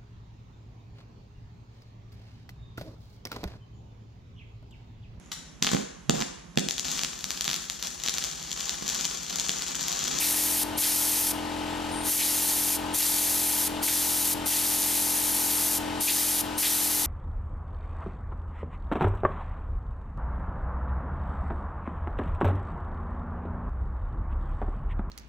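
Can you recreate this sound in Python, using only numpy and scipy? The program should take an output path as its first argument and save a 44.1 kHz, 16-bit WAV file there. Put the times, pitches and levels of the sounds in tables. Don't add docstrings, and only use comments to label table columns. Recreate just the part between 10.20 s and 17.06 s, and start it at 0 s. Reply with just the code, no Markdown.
import sys
import numpy as np
from scipy import signal
from scipy.fft import rfft, irfft, next_fast_len
from scipy.io import wavfile
from scipy.ndimage import uniform_filter1d, map_coordinates

SR = 44100
rng = np.random.default_rng(int(sys.argv[2]) if len(sys.argv) > 2 else 0)


def waveform_to_disk(signal):
    frames = np.transpose(np.atleast_2d(signal))
    scaled = np.clip(frames, -1, 1) * 32767
    samples = np.round(scaled).astype(np.int16)
    wavfile.write(sys.argv[1], SR, samples)


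def convert_level_to_amplitude(level_db):
    exponent = np.asarray(level_db, float) / 20
    return 10 ** exponent


N = 302526


def unit(x):
    return x / np.sqrt(np.mean(x ** 2) + 1e-20)


def along(points, hz):
    f, v = np.transpose(points)
    return np.interp(np.log(hz + 1), np.log(f + 1), v)


def curves(rows):
    s, *columns = np.transpose(rows)
    return [np.interp(np.arange(N) / SR, s, column) for column in columns]


def wobble(rate):
    knots = rng.standard_normal(int(N * rate / SR) + 4)
    return map_coordinates(knots, [np.arange(N) * rate / SR])


def filtered(x, response):
    m = next_fast_len(N + 8192)
    return irfft(rfft(x, m) * response(np.fft.rfftfreq(m, 1 / SR)), m)[..., :N]


def resonance(hz, centre_hz, width_hz):
    return 1j * hz * width_hz / (centre_hz ** 2 - hz * hz + 1j * hz * width_hz)


def since(times):
    t = np.arange(N) / SR
    last = np.clip(np.searchsorted(times, t) - 1, 0, None)
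    return last, np.abs(t - np.asarray(times)[last])


# (frequency [Hz], lead [rad])
PORT_LEAD = [(40, 0), (300, 0.98), (520, 1.33), (800, 0.64), (1500, 0.75), (2100, 0), (4600, 0.3),
             (7000, 0.15), (10000, 0.096)]


def rush(shape, alike, left, patchy_db):
    z = signal.stft(rng.standard_normal((2, N)), nperseg=512)[2]
    field = uniform_filter1d(rng.standard_normal(z.shape[1:]), size=8, axis=0)
    field = uniform_filter1d(field, size=6, axis=1)
    pair = signal.istft(z * convert_level_to_amplitude(patchy_db * unit(field)), nperseg=512)[1][:, :N]

    def shared_and_opposed(hz):
        turn = np.arccos(np.clip(along(alike, hz), -1, 1)) / 2
        return shape(hz) * [np.cos(turn), np.sin(turn)]

    def port_balance(hz):
        half = convert_level_to_amplitude(along(left, hz) / 2) * np.exp(.5j * along(PORT_LEAD, hz))
        return np.array([half, 1 / half])

    mid, side = filtered(pair, shared_and_opposed)
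    return unit(filtered(np.array([mid + side, mid - side]), port_balance))


# (opening [s], shutting [s], opening time [s], shutting time [s], jolt to the gain control [dB])
TRIGGER_PULLS = [
    (-.05, 0.437, .004, 0.0022, 7),
    (0.577, 1.119, 0.003, 0.0047, 7.5),
    (1.856, 2.566, 0.023, 0.0065, 7),
    (2.741, 3.48, 0.0039, 0.0042, 7),
    (3.626, 4.14, 0.0042, 0.0039, 5),
    (4.259, 5.584, 0.0033, 0.0055, 5.5),
    (5.807, 6.217, 0.0018, .003, 6),
    (6.379, 7, .0016, .003, 6),
]


def valve():
    t = np.arange(N) / SR
    step = lambda s, width: .5 + .5 * np.tanh((t - s) / width)
    return sum(step(on, rise) * (1 - step(off, fall)) for on, off, rise, fall, _ in TRIGGER_PULLS)


def ducking():
    garage_db, cut_under_jet_db = -37.5, 3.5
    react_s, react_rises, glide_s = .012, 1.35, 0.031
    quick_share, quick_s, slow_s = 0.59, 0.067, 0.84
    on, _, rise, _, jolt_db = np.transpose(TRIGGER_PULLS)
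    pull, after = since(on + react_s + react_rises * rise)
    wearing = quick_share * np.exp(-after / quick_s) + (1 - quick_share) * np.exp(-after / slow_s)
    noticed = after < since(on)[1]
    cut_db = cut_under_jet_db * valve() * noticed + jolt_db[pull] * wearing
    return convert_level_to_amplitude(garage_db - uniform_filter1d(cut_db, size=int(glide_s * SR)))


# (time [s], strokes per second [Hz])
STROKE_RATE = [(0, 43.19), (1.6, 43.18), (2.2, 43.22), (3.2, 43.07), (4.5, 43.04), (6.86, 43.07)]
# (multiple of the speed, left level [dB], right level [dB])
STROKE_HARMONICS = [(1, -18, -17.5), (2, -13, -15.5), (3.04, -22.5, -22), (3.99, -20.5, -21),
                    (5, -12, -12.5), (6, -12.5, -13.5), (7, -2.5, -4), (8, -14, -16.5), (8.994, -20, -24.5),
                    (10, -13.5, -15.5), (10.95, -22, -22.5), (11.97, -15.5, -22.5), (13.02, -17.5, -20),
                    (14.01, -22, -17), (15, -13, -15.5), (16, -26.5, -20.5), (17, -23, -26),
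                    (18, -19.5, -19), (19, -9.5, -28), (20, -8.5, -19), (21, -8.5, -20), (22, -28, -28),
                    (23, -11, -28), (24, -18, -32), (28, -29, -29), (29, -26, -21.5), (30, -20, -25),
                    (33, -28, -37), (35, -17.5, -23), (36, -26, -33)]
# (frequency [Hz], delay [s])
KNOCK_DELAY = [(65, .009), (110, .004), (150, -.008), (195, .0), (237, -.008), (280, .002), (330, .004),
               (370, -.004), (590, -.009), (625, .007), (670, -.004), (720, .002), (930, .002), (960, .012)]
# (frequency [Hz], density [dB per Hz])
CLATTER_SPECTRUM = [(25, -13), (45, -16), (62, -22), (105, -6), (160, -11.5), (330, -9), (480, -12.5),
                    (850, -4), (1100, -9.5), (2000, -13), (3000, -11.5), (4000, -14.5), (6000, -19.5),
                    (14000, -31)]
# (frequency [Hz], width [Hz], level [dB])
CASING_MODES = [(1840, 48, -2), (2850, 12, 7), (3100, 37, 0), (3700, 13, -1), (7400, 80, 5), (8680, 90, 4)]
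# (frequency [Hz], likeness)
ROOM_COHERENCE = [(60, 0.8), (290, 1), (640, 0.26), (1400, 0.48), (3100, 0.85), (6800, 0.51), (14000, 0.91)]
# (frequency [Hz], left over right [dB])
ROOM_BALANCE = [(60, -6), (200, 0.5), (700, 3.5), (1300, 7), (2400, 4), (8000, 0)]


def compressor():
    turn = 2 * np.pi * np.cumsum(curves(STROKE_RATE)[0]) / SR - .4
    k, *level_db = np.transpose(STROKE_HARMONICS)
    k = np.round(k)
    start_hz = STROKE_RATE[0][1]
    phase = -2 * np.pi * np.cumsum(start_hz * along(KNOCK_DELAY, start_hz * (k - .5)))
    ports = convert_level_to_amplitude(level_db) * np.exp(1j * (phase + along(PORT_LEAD, 43 * k) * [[.5], [-.5]]))
    angle = np.linspace(0, 2 * np.pi, num=2049)
    waves = np.exp(1j * np.outer(k, angle))

    def played(part):
        cycle = np.real(ports * part @ waves)
        return np.array([np.interp(turn % (2 * np.pi), angle, side) for side in cycle])

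    drone = convert_level_to_amplitude(0.27 * wobble(11)) * played(k < 16)
    drone = drone + convert_level_to_amplitude(0.89 * wobble(15)) * played(k >= 16)

    def clatter_shape(hz):
        rings = 1 + sum(convert_level_to_amplitude(db) * abs(resonance(hz, c, w)) ** 2 for c, w, db in CASING_MODES)
        return convert_level_to_amplitude(along(CLATTER_SPECTRUM, hz)) * rings

    clatter = rush(clatter_shape, ROOM_COHERENCE, ROOM_BALANCE, patchy_db=0.5)
    return convert_level_to_amplitude(7.5) * drone + convert_level_to_amplitude(1.8 + 0.64 * np.cos(turn - .6)) * clatter


# (frequency [Hz], t60 [s])
GARAGE_T60 = [(1000, 0.21), (5000, 0.43), (12000, 0.33)]


def garage(x):
    hz, t, z = signal.stft(rng.standard_normal((2, SR // 2)), SR, nperseg=256)
    decay = convert_level_to_amplitude(-60 * t / along(GARAGE_T60, hz)[:, None])
    both, apart = signal.istft(z * decay, SR, nperseg=256)[1]
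    tails = np.array([both + 0.36 * apart, both - 0.26 * apart]) / np.linalg.norm(both)
    return signal.fftconvolve(x, tails, axes=1)[:, :N]


# (time [s], level [dB])
VALVE_LEAK = [(1.66, -86), (1.705, -56), (1.72, -42), (1.76, -41), (1.82, -43), (1.9, -37), (1.95, -84)]
# (frequency [Hz], likeness)
JET_COHERENCE = [(1500, 0.98), (3100, 1), (6800, 0.85), (9000, 0.86), (12000, 0.97)]
# (frequency [Hz], left over right [dB])
JET_BALANCE = [(1500, 0.5), (4400, -2), (8100, 4), (10000, 3.5), (12000, 2)]


def leak():
    t = np.arange(N) / SR
    before = sum(np.exp(-((t - on + 0.003) / 0.0067) ** 2) for on, *_ in TRIGGER_PULLS)

    def whistle(hz):
        return 1 / (1 + ((hz - 9200) / 800) ** 6) + .08 * abs(resonance(hz, 13000, 2500)) ** 2

    level = convert_level_to_amplitude(curves(VALVE_LEAK)[0]) + convert_level_to_amplitude(-38.0) * before
    return level * rush(whistle, JET_COHERENCE, JET_BALANCE, patchy_db=-1.0)


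# (time [s], peak level [dB], first pitch [Hz], later brightness [dB], length [s])
LIQUID_SPITS = [
    (0.013, -27.5, 2600, 9, 0.063),
    (0.621, -28.5, 2940, 8, 0.057),
    (1.991, -28.5, 2770, 0, 0.094),
    (2.797, -31, 2780, -1, 0.064),
    (3.681, -26, 2300, 1, 0.028),
    (4.304, -31.5, 2930, 4, 0.1),
    (5.8755, -24, 2610, 1, 0.057),
    (6.429, -25.5, 2460, 6, 0.063),
]


def spits():
    out, t = np.zeros(N + SR), np.arange(SR // 4) / SR
    hz = np.fft.rfftfreq(len(t), 1 / SR)
    # (delay [lengths], multiple of first pitch, level [dB])
    stages = ((0, 0.99, 1), (.15, 0.8, -4.5), (.35, 1.51, 2), (.55, 1.95, -9.5))
    for s, db, start_hz, bright_db, length in LIQUID_SPITS:
        start = round((s - .003) * SR)
        for delay, pitch, gain_db in stages:
            v = np.clip(t / length - delay, 0, None)
            cavity = resonance(hz, pitch * start_hz, .45 * pitch * start_hz) ** 2
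            air = unit(irfft(rfft(rng.standard_normal(len(t))) * cavity, len(t)))
            puff = (1 - np.exp(-v * 25)) * np.exp(-v * 2.6)
            out[start:][:len(t)] += convert_level_to_amplitude(db + gain_db + delay * bright_db - 6.0) * puff * air
    return out[:N] * convert_level_to_amplitude([[.2], [-.2]])


def mist_db():
    dry_db, wet_db = -7, -6.5
    surge_db, surge_s, wetting_s = 2.5, 0.2, 0.0075
    after = since([s for s, *_ in LIQUID_SPITS])[1]
    wet = after < since([on for on, *_ in TRIGGER_PULLS])[1]
    level_db = np.where(wet, wet_db + surge_db * np.exp(-after / surge_s), dry_db)
    return uniform_filter1d(level_db, size=int(wetting_s * SR))


# (frequency [Hz], density [dB per Hz])
FIZZ_SPECTRUM = [(3530, -30), (6000, -2), (7820, -6.5), (9090, -1), (11800, -0.5), (13900, -4.5),
                 (14700, -12.5), (15400, -21)]
# (frequency [Hz], density [dB per Hz])
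BODY_SPECTRUM = [(760, -28), (1300, -11.5), (1400, -13.5), (2010, -7), (2300, -8), (2720, -7), (4320, -1),
                 (8000, 1.5), (10400, -1.5), (17600, -120)]


def jet():
    opened_s = since([on for on, *_ in TRIGGER_PULLS])[1]
    burst_db = 1 * np.exp(-opened_s / .015)
    flutter_db = .15 * wobble(25) + 1.0 * wobble(400)

    def fizz_shape(hz):
        return convert_level_to_amplitude(along(FIZZ_SPECTRUM, hz)) * hz ** 2 / (hz ** 2 + 7000 ** 2)

    def body_shape(hz):
        return convert_level_to_amplitude(along(BODY_SPECTRUM, hz)) / (1 + (hz / 7000) ** 2)

    fizz = rush(fizz_shape, JET_COHERENCE, JET_BALANCE, patchy_db=0.0)
    body = rush(body_shape, JET_COHERENCE, JET_BALANCE, patchy_db=0.78)
    mixed = convert_level_to_amplitude(1.0) * fizz + convert_level_to_amplitude(mist_db() + 1.1) * body
    return valve() * convert_level_to_amplitude(-28 + burst_db + flutter_db) * mixed


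def scene():
    gun = jet() + spits() + leak()
    return gun + convert_level_to_amplitude(-12.5) * garage(gun) + ducking() * compressor()


def roll_off(x):
    return signal.sosfilt(signal.butter(12, 15590, fs=SR, output="sos"), x)


# (lowest [Hz], highest [Hz])
MONO_TREBLE = (11600, 13700)
# (lowest [Hz], highest [Hz], least level [dB])
GATED_BANDS = [(13780, 14640, -60), (14640, 14980, -51), (14980, 15270, -56.5), (15270, 22050, 0)]


def record(dry):
    hz, t, z = signal.stft(dry, SR, "cosine", nperseg=2048)
    treble = (hz > MONO_TREBLE[0]) & (hz < MONO_TREBLE[1])
    z[:, treble] = z[:, treble].mean(axis=0)
    for lo_hz, hi_hz, least_db in GATED_BANDS:
        band = (hz >= lo_hz) & (hz <= hi_hz)
        level = np.sqrt(np.sum(abs(z[:, band]) ** 2, axis=(0, 1)))
        z[:, band] *= level > convert_level_to_amplitude(least_db)
    kept = signal.istft(z, SR, "cosine", nperseg=2048)[1][:, :N]
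    return roll_off(kept)


dry = scene()
out = record(dry)
waveform_to_disk(out)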